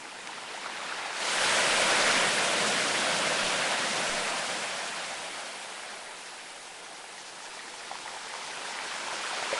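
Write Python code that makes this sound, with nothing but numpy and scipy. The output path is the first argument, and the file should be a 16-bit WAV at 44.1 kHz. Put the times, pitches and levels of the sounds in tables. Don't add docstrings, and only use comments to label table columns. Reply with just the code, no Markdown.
import sys
import numpy as np
from scipy import signal
from scipy.fft import rfft, irfft, next_fast_len
from scipy.io import wavfile
from scipy.ndimage import uniform_filter1d

SR = 44100
rng = np.random.default_rng(int(sys.argv[2]) if len(sys.argv) > 2 else 0)


def unload_wav(signal):
    wavfile.write(
        sys.argv[1],
        SR,
        np.round(np.clip(np.atleast_2d(signal).T, -1, 1) * 32767).astype(np.int16),
    )


N = 422915
TIME = np.arange(N) / SR
SPILL_S, PLUNGE_S, COLLAPSE_S, BEACH_S = 1.117, 1.32, 2.17, 4.06


def gain_of(db):
    return 10 ** (np.asarray(db) / 20)


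def unit_rms(x):
    return x / np.sqrt(np.mean(x ** 2) + 1e-20)


def colour_db(colour, hz):
    pitch_hz, level_db = np.transpose(colour)
    return np.interp(np.log(hz + 1), np.log(pitch_hz), level_db)


def add(mix, start_s, sound):
    part = mix[max(round(start_s * SR), 0):][:len(sound)]
    part += sound[:len(part)]


def water(colour, patchy_db, patch_s, patch_hz, hop=128):
    frames = dict(nperseg=4 * hop, noverlap=3 * hop)
    hz, _, spectra = signal.stft(rng.standard_normal(N), SR, **frames)
    patches = rng.standard_normal(spectra.shape)
    patches = uniform_filter1d(patches, max(round(patch_hz / hz[1]), 1), axis=0)
    patches = uniform_filter1d(patches, max(round(patch_s * SR / hop), 1), axis=1)
    bubbling = signal.istft(spectra * gain_of(patchy_db * unit_rms(patches)), **frames)[1][:N]
    size = next_fast_len(N)
    eq = gain_of(colour_db(colour, np.fft.rfftfreq(size, 1 / SR)))
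    return unit_rms(irfft(rfft(bubbling, size) * eq, size)[:N])


def surge(start_s, rise_s, fall_s):
    age = np.maximum(TIME - start_s, 0)
    return (1 - np.exp(-age / rise_s)) * np.exp(-age / fall_s)


def backwash(layer, growth=1.0, buried_db_per_s=22):
    # peak_s, growth_db_per_s, rush_db, roar_db, spray_db
    swells = [(1.1, 8, -35.5, -59, -44), (9.65, 5.5, -33.5, -56.5, -39)]
    level = np.zeros(N)
    for peak_s, growth_db_per_s, rush_db, roar_db, spray_db in swells:
        peak_db = {"rush": rush_db, "roar": roar_db, "spray": spray_db}[layer]
        rising_db = growth * growth_db_per_s * (TIME - peak_s)
        falling_db = buried_db_per_s * (peak_s - TIME)
        level += gain_of(peak_db + np.minimum(rising_db, falling_db))
    return level


def breaker(level_db, rise_s, sag_db_per_s, release_db_per_s, until_s=BEACH_S):
    age, spent = np.maximum(TIME - SPILL_S, 0), np.maximum(TIME - until_s, 0)
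    attack = 1 - np.exp(-age / rise_s)
    return attack * gain_of(level_db - sag_db_per_s * (age - spent) - release_db_per_s * spent)


def far_surf():
    # pitch_hz, level_db
    colour = [(20, -6), (60, -20), (130, -13.5), (260, -10), (330, -2), (480, 1), (700, -19), (1500, -24)]
    return gain_of(-58.5) * water(colour, patchy_db=-2.0, patch_s=0.073, patch_hz=200)


def breeze(rise_s=0.008, fall_s=0.096, flutter=0.32, flutter_hz=55):
    # start_s, level_db
    puffs = [(1.37, -54), (1.70, -50), (1.83, -55), (2.03, -50), (2.14, -52), (3.42, -48), (4.09, -42)]
    out, t = np.zeros(N), np.arange(SR // 2) / SR
    push = (1 - np.exp(-t / rise_s)) * np.exp(-t / fall_s)
    lowpass = signal.butter(2, flutter_hz, fs=SR, output="sos")
    for start_s, level_db in puffs:
        eddies = unit_rms(signal.sosfilt(lowpass, rng.standard_normal(len(t))))
        add(out, start_s, gain_of(level_db) * push * (1 + flutter * eddies))
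    return out


def clack(hz, t60, click_db, rise_cycles=0.47, overtone_db=-9, click_s=0.0016):
    t = np.arange(SR // 16) / SR
    ring = np.sin(2 * np.pi * hz * t) * gain_of(-60 * t / t60)
    ring += np.sin(2 * np.pi * hz * rng.uniform(1.41, 2.34) * t) * gain_of(overtone_db - 90 * t / t60)
    ring *= 1 - np.exp(-t * hz / rise_cycles)
    contact_band = signal.butter(2, [1200, 5800], "bandpass", fs=SR, output="sos")
    click = signal.sosfilt(contact_band, rng.standard_normal(len(t)) * np.exp(-t / click_s))
    return ring / abs(ring).max() + gain_of(click_db) * click / abs(click).max()


def shingle(hits_per_s=1900, spread_db=3.5, max_spreads=4.15, ring_cycles=15, bunch_db=2.5, sizes=36):
    # pitch_hz, level_db
    pebbles = [(350, -5.5), (550, -5), (900, 3), (1150, 1), (1500, 3), (2400, 2), (3500, -8), (5500, -6)]
    out = np.zeros(N)
    bunches = gain_of(bunch_db * np.interp(TIME, np.linspace(0, TIME[-1], 400), rng.standard_normal(400)))
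    for hz in np.geomspace(pebbles[0][0], pebbles[-1][0], sizes):
        hits = rng.random(N) < bunches * hits_per_s / sizes / SR
        force = gain_of(spread_db * np.minimum(rng.exponential(1, N), max_spreads))
        stone = clack(hz, ring_cycles / hz * rng.uniform(0.89, 1.34), click_db=-19)
        out += gain_of(colour_db(pebbles, hz)) * signal.oaconvolve(hits * force, unit_rms(stone))[:N]
    low_cut = signal.butter(2, 190, "highpass", fs=SR, output="sos")
    return unit_rms(signal.sosfilt(low_cut, out))


def knocks(rebound_db=-9, rebound_s=0.01):
    # start_s, level_db, pitch_hz, t60_s, click_db (relative to the ring)
    strikes = [(0.273, -27, 2200, .006, 1), (.659, -26.5, 1370, 0.039, -12), (7.042, -36, 840, .03, -12),
               (7.18, -35, 1890, .04, -6), (7.592, -33, 1900, .035, -6), (7.74, -31.5, 880, .02, -12),
               (7.914, -25.5, 794, 0.022, -16), (7.954, -30, 960, 0.024, -2), (8.059, -32, 850, .02, -8),
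               (8.077, -29, 1920, 0.027, -7), (8.165, -31.5, 860, .04, -8), (8.339, -27, 905, 0.02, -6),
               (8.573, -32, 1430, 0.025, 4), (9.084, -28, 960, .015, -6), (9.129, -27.5, 694, 0.013, -8),
               (9.237, -25, 1300, .025, -10), (9.331, -26, 750, 0.024, -12), (9.38, -28, 1420, .018, -8),
               (9.426, -24, 770, 0.016, -9), (9.528, -20, 555, 0.032, -16)]
    out = np.zeros(N)
    for start_s, level_db, hz, t60, click_db in strikes:
        add(out, start_s, gain_of(level_db) * clack(hz, t60, click_db))
        gap_s = rebound_s * rng.uniform(0.423, 1.6)
        rebound = clack(hz * rng.uniform(0.83, 1.17), t60, click_db)
        add(out, start_s + gap_s, gain_of(level_db + rebound_db) * rebound)
    return out


def foam(old_foam_db=-54):
    # pitch_hz, level_db
    colour = [(2000, -34), (5500, -19), (7500, -8), (9000, -5.5), (11000, -8)]
    fresh = breaker(level_db=-33.0, rise_s=0.31, sag_db_per_s=3.5, release_db_per_s=4.0)
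    level = np.hypot(fresh, gain_of(old_foam_db))
    return level * water(colour, patchy_db=2.0, patch_s=0.012, patch_hz=1200)


def spray():
    # pitch_hz, level_db
    colour = [(800, -24.5), (2000, -7.5), (3500, 0), (5000, 0), (7000, -3), (9000, -5), (11000, -13.5)]
    burst = breaker(level_db=-34.5, rise_s=0.13, sag_db_per_s=3.5, release_db_per_s=66, until_s=COLLAPSE_S)
    bore = breaker(level_db=-31.0, rise_s=0.27, sag_db_per_s=1.71, release_db_per_s=6.5)
    level = np.sqrt(burst ** 2 + bore ** 2 + backwash("spray", growth=0.8) ** 2)
    return level * water(colour, patchy_db=1.22, patch_s=0.036, patch_hz=3520)


def splashes(rise_s=0.033):
    # start_s, level_db, fall_s
    landings = [(1.39, -29.5, .33), (1.92, -30, .12), (2.07, -35, .16)]
    # pitch_hz, level_db
    colour = [(50, -30), (110, -7.5), (350, -17), (550, 3), (1050, -6), (1400, 5), (2300, 0.5), (4000, -21),
              (11000, -26)]
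    level = sum(gain_of(db) * surge(start_s, rise_s, fall_s) for start_s, db, fall_s in landings)
    return level * water(colour, patchy_db=2.0, patch_s=0.015, patch_hz=890)


def thud():
    # pitch_hz, level_db
    colour = [(80, -25), (180, -3), (380, -15), (620, 3), (900, -7), (2000, -27)]
    level = gain_of(-33.5) * surge(BEACH_S, rise_s=0.21, fall_s=0.27)
    return level * water(colour, patchy_db=2, patch_s=0.03, patch_hz=200)


def roar(earlier_db=-57.5, earlier_fade_db_per_s=6):
    # pitch_hz, level_db
    colour = [(20, -33), (60, -23), (90, -14), (125, -7), (175, 1), (215, 3), (280, 0.5), (350, 0),
              (500, -9.5), (1000, -40)]
    cloud = breaker(level_db=-32.5, rise_s=1.34, sag_db_per_s=4.0, release_db_per_s=10.5)
    earlier = gain_of(earlier_db - earlier_fade_db_per_s * TIME)
    level = np.sqrt(cloud ** 2 + earlier ** 2 + backwash("roar", growth=0.56) ** 2)
    return level * water(colour, patchy_db=0.85, patch_s=0.08, patch_hz=200)


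def ground_peak(x, width_hz=420, boost_db=5, start_hz=820, plunge_hz=541, climb_hz_per_s=44, sink_s=0.25):
    sunk = np.clip(1 + (TIME - PLUNGE_S) / sink_s, 0, 1)
    before_hz = start_hz + climb_hz_per_s * TIME
    after_hz = plunge_hz + climb_hz_per_s * (TIME - PLUNGE_S)
    centre_hz = (1 - sunk) * before_hz + sunk * after_hz
    carrier = np.exp(2j * np.pi * np.cumsum(centre_hz) / SR)
    pole = np.exp(-np.pi * width_hz / SR)
    baseband = signal.lfilter([(1 - pole) ** 2], [1, -2 * pole, pole * pole], x / carrier)
    band = 2 * (carrier * baseband).real
    pull = backwash("rush")
    lift_db = boost_db * (1 - pull / pull.max())
    lifted = x + (gain_of(lift_db) - 1) * band
    hold_level = np.sqrt(uniform_filter1d(x ** 2, size=16000) / uniform_filter1d(lifted ** 2, size=16000))
    return lifted * hold_level


def rush(breaker_stone_share=0.098, backwash_stone_share=0.4):
    # pitch_hz, level_db
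    colour = [(120, -41), (270, -17), (340, -11), (420, -9), (520, -2.5), (780, -3.5), (980, 0), (1130, -3),
              (1420, 0), (1850, -2), (2300, -2), (3200, -5.5), (4500, -12), (7000, -24), (11000, -31)]
    crash = breaker(level_db=-30.5, rise_s=0.34, sag_db_per_s=1.5, release_db_per_s=45, until_s=COLLAPSE_S)
    bore = breaker(level_db=-25.0, rise_s=0.29, sag_db_per_s=2.0, release_db_per_s=6.5)
    power_in, power_out = crash ** 2 + bore ** 2, backwash("rush") ** 2
    power = power_in + power_out
    stony = np.clip((breaker_stone_share * power_in + backwash_stone_share * power_out) / power, 0, 1)
    white_water = water(colour, patchy_db=1.49, patch_s=0.03, patch_hz=500)
    return np.sqrt(power) * ground_peak(np.sqrt(1 - stony) * white_water + np.sqrt(stony) * shingle())


def scene():
    mono = rush() + roar() + spray() + foam() + splashes() + far_surf() + knocks() + breeze() + thud()
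    return np.array([mono, mono])


def record(dry, cutoff_hz=11150):
    lowpass = signal.firwin(801, cutoff_hz, window=("kaiser", 9), fs=SR)
    return signal.oaconvolve(dry, lowpass[None], "same")


dry = scene()
out = record(dry)
unload_wav(out)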